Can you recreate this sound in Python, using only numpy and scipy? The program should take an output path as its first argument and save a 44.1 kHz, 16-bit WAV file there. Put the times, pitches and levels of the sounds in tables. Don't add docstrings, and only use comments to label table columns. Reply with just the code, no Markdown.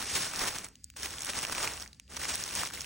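import sys
import numpy as np
from scipy import signal
from scipy.fft import rfft, irfft, next_fast_len
from scipy.io import wavfile
from scipy.ndimage import uniform_filter1d, map_coordinates

SR = 44100
rng = np.random.default_rng(int(sys.argv[2]) if len(sys.argv) > 2 else 0)


def put_to_file(sound):
    columns = np.atleast_2d(sound).T
    safe = np.clip(columns, -1, 1)
    whole_steps = np.round(safe * 32767)
    wavfile.write(sys.argv[1], SR, whole_steps.astype(np.int16))


def gain_from_decibels(decibels):
    exponent = np.asarray(decibels, float) / 20
    return 10 ** exponent


N = 125685

FULL_DB = -38
# frequency in Hz, gain in dB.
PAPER_COLOUR = [(150, 0), (600, -0.5), (1500, 1.5), (4000, -3), (4850, -2), (5500, 1.5), (6900, -3.5),
                (9900, 0)]


def unit(x):
    return x / np.sqrt(np.mean(x ** 2) + 1e-20)


def along(points, hz):
    f, v = np.transpose(points)
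    return np.interp(np.log(hz + 1), np.log(f + 1), v)


def wobble(knots_per_s):
    return unit(map_coordinates(rng.standard_normal(2000), [np.arange(N) * knots_per_s / SR]))


def filtered(x, response):
    m = next_fast_len(N + SR // 4)
    return irfft(rfft(x, m) * response(np.fft.rfftfreq(m, 1 / SR)), m)[..., :N]


def coloured_noise(points, above_hz=-1):
    return unit(filtered(rng.standard_normal((2, N)), lambda hz: gain_from_decibels(along(points, hz)) * (hz > above_hz)))


def creases(start_s, gain, hz, life_s, focus_db, low_share=0.014):
    size = 512
    t = np.arange(size) / SR
    f = np.fft.rfftfreq(size, 1 / SR) + 1
    octaves = np.log2(f / hz[:, None])
    colour = 1 + gain_from_decibels(focus_db) * np.exp(-(octaves / 0.42) ** 2)
    colour = colour / (1 + (low_share * hz[:, None] / f) ** 4)
    burst = irfft(rfft(rng.standard_normal((len(start_s), 2, size))) * colour[:, None], size)
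    u = t / np.clip(life_s, 1e-4, .003)[:, None]
    burst = burst * (u ** 2 * np.exp(-u * 2.65))[:, None]
    burst = burst / np.abs(burst).max(axis=2, keepdims=True) * gain[:, None, None]
    at = (np.round(start_s * SR).astype(int)[:, None] + np.arange(size)).ravel()
    return np.array([np.bincount(at, burst[:, k].ravel(), N + SR)[:N] for k in range(2)])


def effort():
    # time in seconds, level in dB, dullness in dB.
    pulls = [(0, -41, 4), (.13, -30, -24.5), (.31, -40.5, -1.5), (.42, -35, -1.5), (0.592, -45, 0.5),
             (.68, -54.5, 3), (.76, -65.5, -6), (0.953, -89, -12), (.963, -40, -10), (1.14, -42.5, -5.5),
             (1.67, -41.5, 1.5), (1.834, -47, 0), (1.868, -62, 12.5), (2.076, -76, -13), (2.097, -51, 1),
             (2.221, -35.5, -12), (2.659, -39, -5.5), (2.721, -46, -11.5)]
    # peak time in seconds, rise in seconds, fall in seconds, boost in dB (negative: a dip).
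    crushes = [(0.031, 0.016, 0.0067, -0.5), (0.166, 0.022, 0.022, 9.5), (.22, 0.021, 0.024, 7),
               (.26, 0.021, 0.023, 4), (.37, 0.012, 0.016, -0.5), (.405, 0.021, 0.027, 2),
               (.44, 0.034, 0.0099, 3), (.48, 0.018, 0.014, 6.5), (0.559, 0.012, 0.022, 5),
               (.647, 0.0077, 0.014, 7.5), (1.053, 0.02, 0.018, 7.5), (0.973, 0.0036, 0.0068, -3.5),
               (1.11, 0.0029, 0.0054, 2), (1.298, 0.02, 0.011, 8), (1.392, 0.05, 0.013, 7.5),
               (1.43, 0.0081, 0.009, 10.5), (1.525, 0.0048, 0.0084, 8.5), (1.59, 0.056, 0.025, 4),
               (1.645, 0.038, 0.015, 8), (1.677, 0.01, 0.0041, 5.5), (1.82, 0.007, 0.015, 2),
               (2.17, 0.0071, 0.008, 7), (2.186, .008, 0.0076, -7.5), (2.197, 0.0035, 0.0061, 4.5),
               (2.236, 0.011, 0.018, 4), (2.30, 0.022, 0.019, 6.5), (2.35, 0.046, 0.004, 2),
               (2.44, 0.013, 0.012, -3.5), (2.56, 0.0053, 0.028, 3), (2.60, 0.046, 0.04, 7),
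               (2.74, 0.01, 0.056, 7.5), (2.81, 0.029, 0.029, 5)]
    t = np.arange(N) / SR
    swell_db = np.zeros(N)
    for at, rise_s, fall_s, boost_db in crushes:
        swell_db += boost_db * np.exp(-((t - at) / np.where(t < at, rise_s, fall_s)) ** 2)
    s, level_db, dull_db = np.transpose(pulls)
    return np.interp(t, s, level_db) + swell_db, np.interp(t, s, dull_db)


def crackles(level_db):
    per_s, centre_hz, spread_oct = 1400, 4450, 1.33
    life_s, size_db, still_db = 0.0011 / 2, 1.5, -53
    count = int(per_s * N / SR)
    draw = rng.standard_normal((count, 2))
    s = rng.uniform(0, N / SR, count)
    hand_db = level_db[(s * SR).astype(int)]
    share = np.minimum(1, gain_from_decibels(0.6 * (hand_db - FULL_DB)))
    buckles = (rng.uniform(0, 1, count) < share) & (hand_db > still_db)
    gain = gain_from_decibels(size_db * np.minimum(rng.exponential(1, count), 4)) * buckles / share ** 0.25
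    hz = centre_hz * 2 ** (spread_oct * draw[:, 0])
    return unit(creases(s, gain, hz, life_s * gain_from_decibels(3 * draw[:, 1]), focus_db=9))


def rubbing():
    return rng.standard_normal((2, N)) * gain_from_decibels(1.2 * wobble(150))


def paper_bed(level_db, dull_db):
    # frequency in Hz, share of the dullness.
    dull_share = [(200, 1), (1200, 0.77), (4000, 0.5)]
    crackle_db = -5 + 1.5 * wobble(70)
    rub_db = -2.5 + 0.12 * np.minimum(level_db - FULL_DB, 0)
    bed = gain_from_decibels(crackle_db) * crackles(level_db) + gain_from_decibels(rub_db) * rubbing()
    bed = gain_from_decibels(level_db) * unit(filtered(bed, lambda hz: gain_from_decibels(along(PAPER_COLOUR, hz))))
    low = filtered(bed, lambda hz: along(dull_share, hz))
    return gain_from_decibels(3.5) * (bed + (gain_from_decibels(dull_db) - 1) * low)


def sofa(x):
    gain_db, t60_s = -19, .03
    t = np.arange(SR // 8) / SR
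    tail = rng.standard_normal((2, len(t))) * gain_from_decibels(-60 * t / t60_s) * (t > .002)
    return gain_from_decibels(gain_db) * signal.fftconvolve(x, tail / np.linalg.norm(tail[0]), axes=1)[:, :N]


def air_puffs(level_db):
    # frequency in Hz, gain in dB.
    puff_colour = [(20, -42), (45, -11), (70, -1), (130, -6), (300, -8.5), (500, -11), (900, -40)]
    slow_db = uniform_filter1d(level_db, 1500)
    gain_db = -55 + 0.65 * (slow_db - FULL_DB) + 1.2 * wobble(11)
    return gain_from_decibels(gain_db) * coloured_noise(puff_colour)


def room_rumble():
    # frequency in Hz, gain in dB.
    rumble_colour = [(20, -57), (40, -10.5), (70, 1), (120, -12), (270, -15), (400, -47), (600, -87.5)]
    return gain_from_decibels(-59.5 + 1.5 * wobble(6.6)) * coloured_noise(rumble_colour)


def hiss():
    # frequency in Hz, gain in dB.
    hiss_colour = [(400, -17), (1000, -20), (1800, -4), (4100, -6), (4800, 6), (5400, -4), (10000, -6),
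                   (12000, -12)]
    return gain_from_decibels(-68.5) * coloured_noise(hiss_colour, above_hz=300)


def loud_snaps():
    # start in seconds, peak in dB, colour in Hz.
    snap_rows = [(0.016, -27, 1900), (0.0253, -20.5, 1170), (0.0952, -24.5, 3100), (0.1638, -22.5, 3480),
                 (0.208, -22, 8100), (0.214, -28, 5800), (0.2212, -27.5, 4300), (0.247, -24.5, 6400),
                 (0.2669, -28, 2200), (0.2776, -26, 5600), (0.3363, -26, 1300), (0.3595, -23, 5700),
                 (0.3922, -20, 5700), (0.452, -25, 7400), (0.4725, -22, 5700), (0.4828, -18, 2400),
                 (0.5845, -24, 6500), (0.6447, -24.5, 7700), (0.6858, -36.5, 8400), (0.9637, -45, 1900),
                 (0.9698, -28, 8600), (1.0319, -22, 5800), (1.1061, -29, 6200), (1.1382, -27, 1530),
                 (1.177, -34, 6200), (1.1835, -24.5, 3000), (1.192, -27.5, 7540), (1.2066, -24, 6140),
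                 (1.2194, -22, 7600), (1.2326, -25, 5540), (1.2468, -21.5, 9500), (1.2573, -24, 8900),
                 (1.2686, -23, 6100), (1.3007, -27, 2500), (1.3341, -23.5, 2300), (1.3889, -18, 7700),
                 (1.4116, -26, 6300), (1.4205, -26, 5500), (1.4294, -29, 5200), (1.4388, -23, 2600),
                 (1.45, -18, 3050), (1.457, -34, 1500), (1.4682, -23.5, 5770), (1.4968, -24, 1300),
                 (1.5138, -29, 1990), (1.5232, -27, 1900), (1.528, -31, 4260), (1.5492, -23, 2750),
                   (1.581, -21, 2900), (1.602, -22.5, 1300), (1.6277, -19, 6500), (1.6342, -20, 1600),
                   (1.6454, -23, 1900), (1.6748, -21, 2050), (1.6808, -26, 1400), (1.719, -30.5, 5600),
                   (1.7357, -27, 5800), (1.7697, -29, 7700), (1.7755, -31, 2700), (1.7985, -31, 6000),
                   (1.806, -33, 6000), (1.8242, -25.5, 4800), (2.1667, -26, 5800), (2.2159, -26, 1820),
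                   (2.233, -35, 5700), (2.2367, -25, 1960), (2.245, -24.5, 5600), (2.2533, -20, 1720),
                   (2.2831, -25, 5900), (2.3422, -23.5, 5600), (2.349, -24, 5600), (2.355, -16.5, 9900),
                   (2.371, -32, 2700), (2.3762, -33, 2700), (2.3998, -26.5, 7140), (2.4216, -40, 7100),
                   (2.4377, -20, 5900), (2.4618, -29.5, 4270), (2.4773, -30, 1700), (2.4883, -27, 4000),
                   (2.509, -28.5, 2100), (2.5518, -16, 8400), (2.5713, -25, 5700), (2.621, -22.5, 2010),
                   (2.6338, -19, 1080), (2.6515, -22.5, 5600), (2.6589, -22, 2560), (2.6674, -35, 5600),
                   (2.6728, -28, 2600), (2.6873, -30, 5570), (2.7022, -31, 2000), (2.7082, -30, 1600),
                   (2.7223, -33, 7200), (2.7362, -22.5, 3540), (2.7506, -39, 6200), (2.7573, -29, 2860),
                   (2.7746, -29.5, 2080), (2.8073, -19.5, 6130), (2.8166, -26, 6500), (2.8445, -29, 2520)]
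    at, peak_db, hz = np.transpose(snap_rows)
    life_s = np.full(len(at), .001)
    snaps = creases(at, gain_from_decibels(peak_db + 2.5), hz, life_s, focus_db=9, low_share=0.17)
    return filtered(snaps, lambda f: gain_from_decibels(along(PAPER_COLOUR, f)))


def settling_ticks():
    # start in seconds, peak in dB, colour in Hz, length in seconds.
    tick_rows = [(.7545, -47, 2800, .0025), (.7548, -43, 6500, .0025), (.8365, -50, 6400, .002),
                 (.8410, -45, 9800, .001), (.8426, -28, 7800, .0014), (.9007, -39, 2500, .0022),
                 (.9009, -40, 7000, .0022), (.9380, -53, 2000, .003), (1.8405, -40, 7000, .002),
                 (1.8515, -39, 5500, .0016), (1.8610, -39, 2000, .002), (1.8765, -37, 5000, .0016),
                 (1.9303, -39, 4300, .0022), (1.9465, -50, 4500, .0016), (1.9980, -36, 2700, .0018),
                 (1.9981, -38, 7500, .0016), (2.0785, -49, 3000, .003)]
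    at, peak_db, hz, length_s = np.transpose(tick_rows)
    return creases(at, gain_from_decibels(peak_db + 4), hz, length_s / 2, focus_db=7, low_share=.45)


def scene():
    # frequency in Hz, likeness of the two ports (0 to 1).
    likeness = [(100, .995), (700, .78), (1900, .96), (3300, .62), (4600, .35), (6300, .97), (8500, .78),
                (11500, .9)]
    level_db, dull_db = effort()
    sheet = paper_bed(level_db, dull_db) + loud_snaps() + settling_ticks()
    field = sheet + sofa(sheet) + air_puffs(level_db) + room_rumble() + hiss()

    def shared_and_unrelated(hz):
        angle = np.arccos(np.clip(along(likeness, hz), 0, 1)) / 2
        return np.array([np.cos(angle), np.sin(angle)])

    mid, side = filtered(field, shared_and_unrelated)
    return np.array([mid + side, mid - side])


def ports(x):
    # frequency in Hz, gain in dB.
    port_top = [(9900, 0), (11000, -6.5), (12100, -8), (13300, -4.5), (15200, -2.5)]
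    # frequency in Hz, left minus right in dB.
    balance = [(60, 0), (350, -2), (850, -9), (1800, 0), (3200, -3), (4700, 3), (5800, 0)]
    # frequency in Hz, lead of the right port in radians.
    lead = [(4350, 0), (4750, 3.1), (5600, 6.1), (7100, 6.45), (8100, 7.25), (11500, 9.25), (14000, 9.6),
            (15900, 10.8)]
    half = np.array([[-.5], [.5]])

    def response(hz):
        gain_db = along(port_top, hz) - half * along(balance, hz)
        return gain_from_decibels(gain_db) * np.exp(1j * half * along(lead, hz)) * (hz < 15850)

    return filtered(x, response)


def masked(x):
    # start in seconds, length in seconds.
    busy = [(.015, .025), (.32, .035), (.47, .05), (.645, .05), (.836, .018), (.895, .016), (1.09, .035),
            (1.2, .075), (1.485, .045), (1.665, .04), (1.76, .125), (1.992, .018), (2.15, .035),
            (2.335, .04), (2.42, .025), (2.525, .04), (2.65, .21)]
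    mask_db, wander_db, mask_above_hz = 7, 2.5, 1600
    hz, t, z = signal.stft(np.array([x[0] + x[1], x[0] - x[1]]) / 2, SR, nperseg=512)
    band = (np.log(hz + 3000) * 22).astype(int)
    power = (band[:, None] == band) @ uniform_filter1d(np.abs(z) ** 2, 7, 2)
    calm = ~np.any([(t > s + length / 4) & (t < s + length - .006) for s, length in busy], axis=0)
    frame_at = np.minimum(t * SR, N - 1).astype(int)
    margin_db = mask_db + wander_db * wobble(12)[frame_at]
    weaker = power * gain_from_decibels(2 * margin_db) < power[::-1]
    drop = weaker & calm & (hz[:, None] > mask_above_hz)
    mid, side = signal.istft(z * ~drop, SR, nperseg=512)[1][:, :N]
    return np.array([mid + side, mid - side])


def low_pass(x):
    return signal.sosfilt(signal.butter(12, 16990, fs=SR, output="sos"), x)


def record(dry):
    mix = masked(ports(dry))
    return low_pass(mix)


dry = scene()
out = record(dry)
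put_to_file(out)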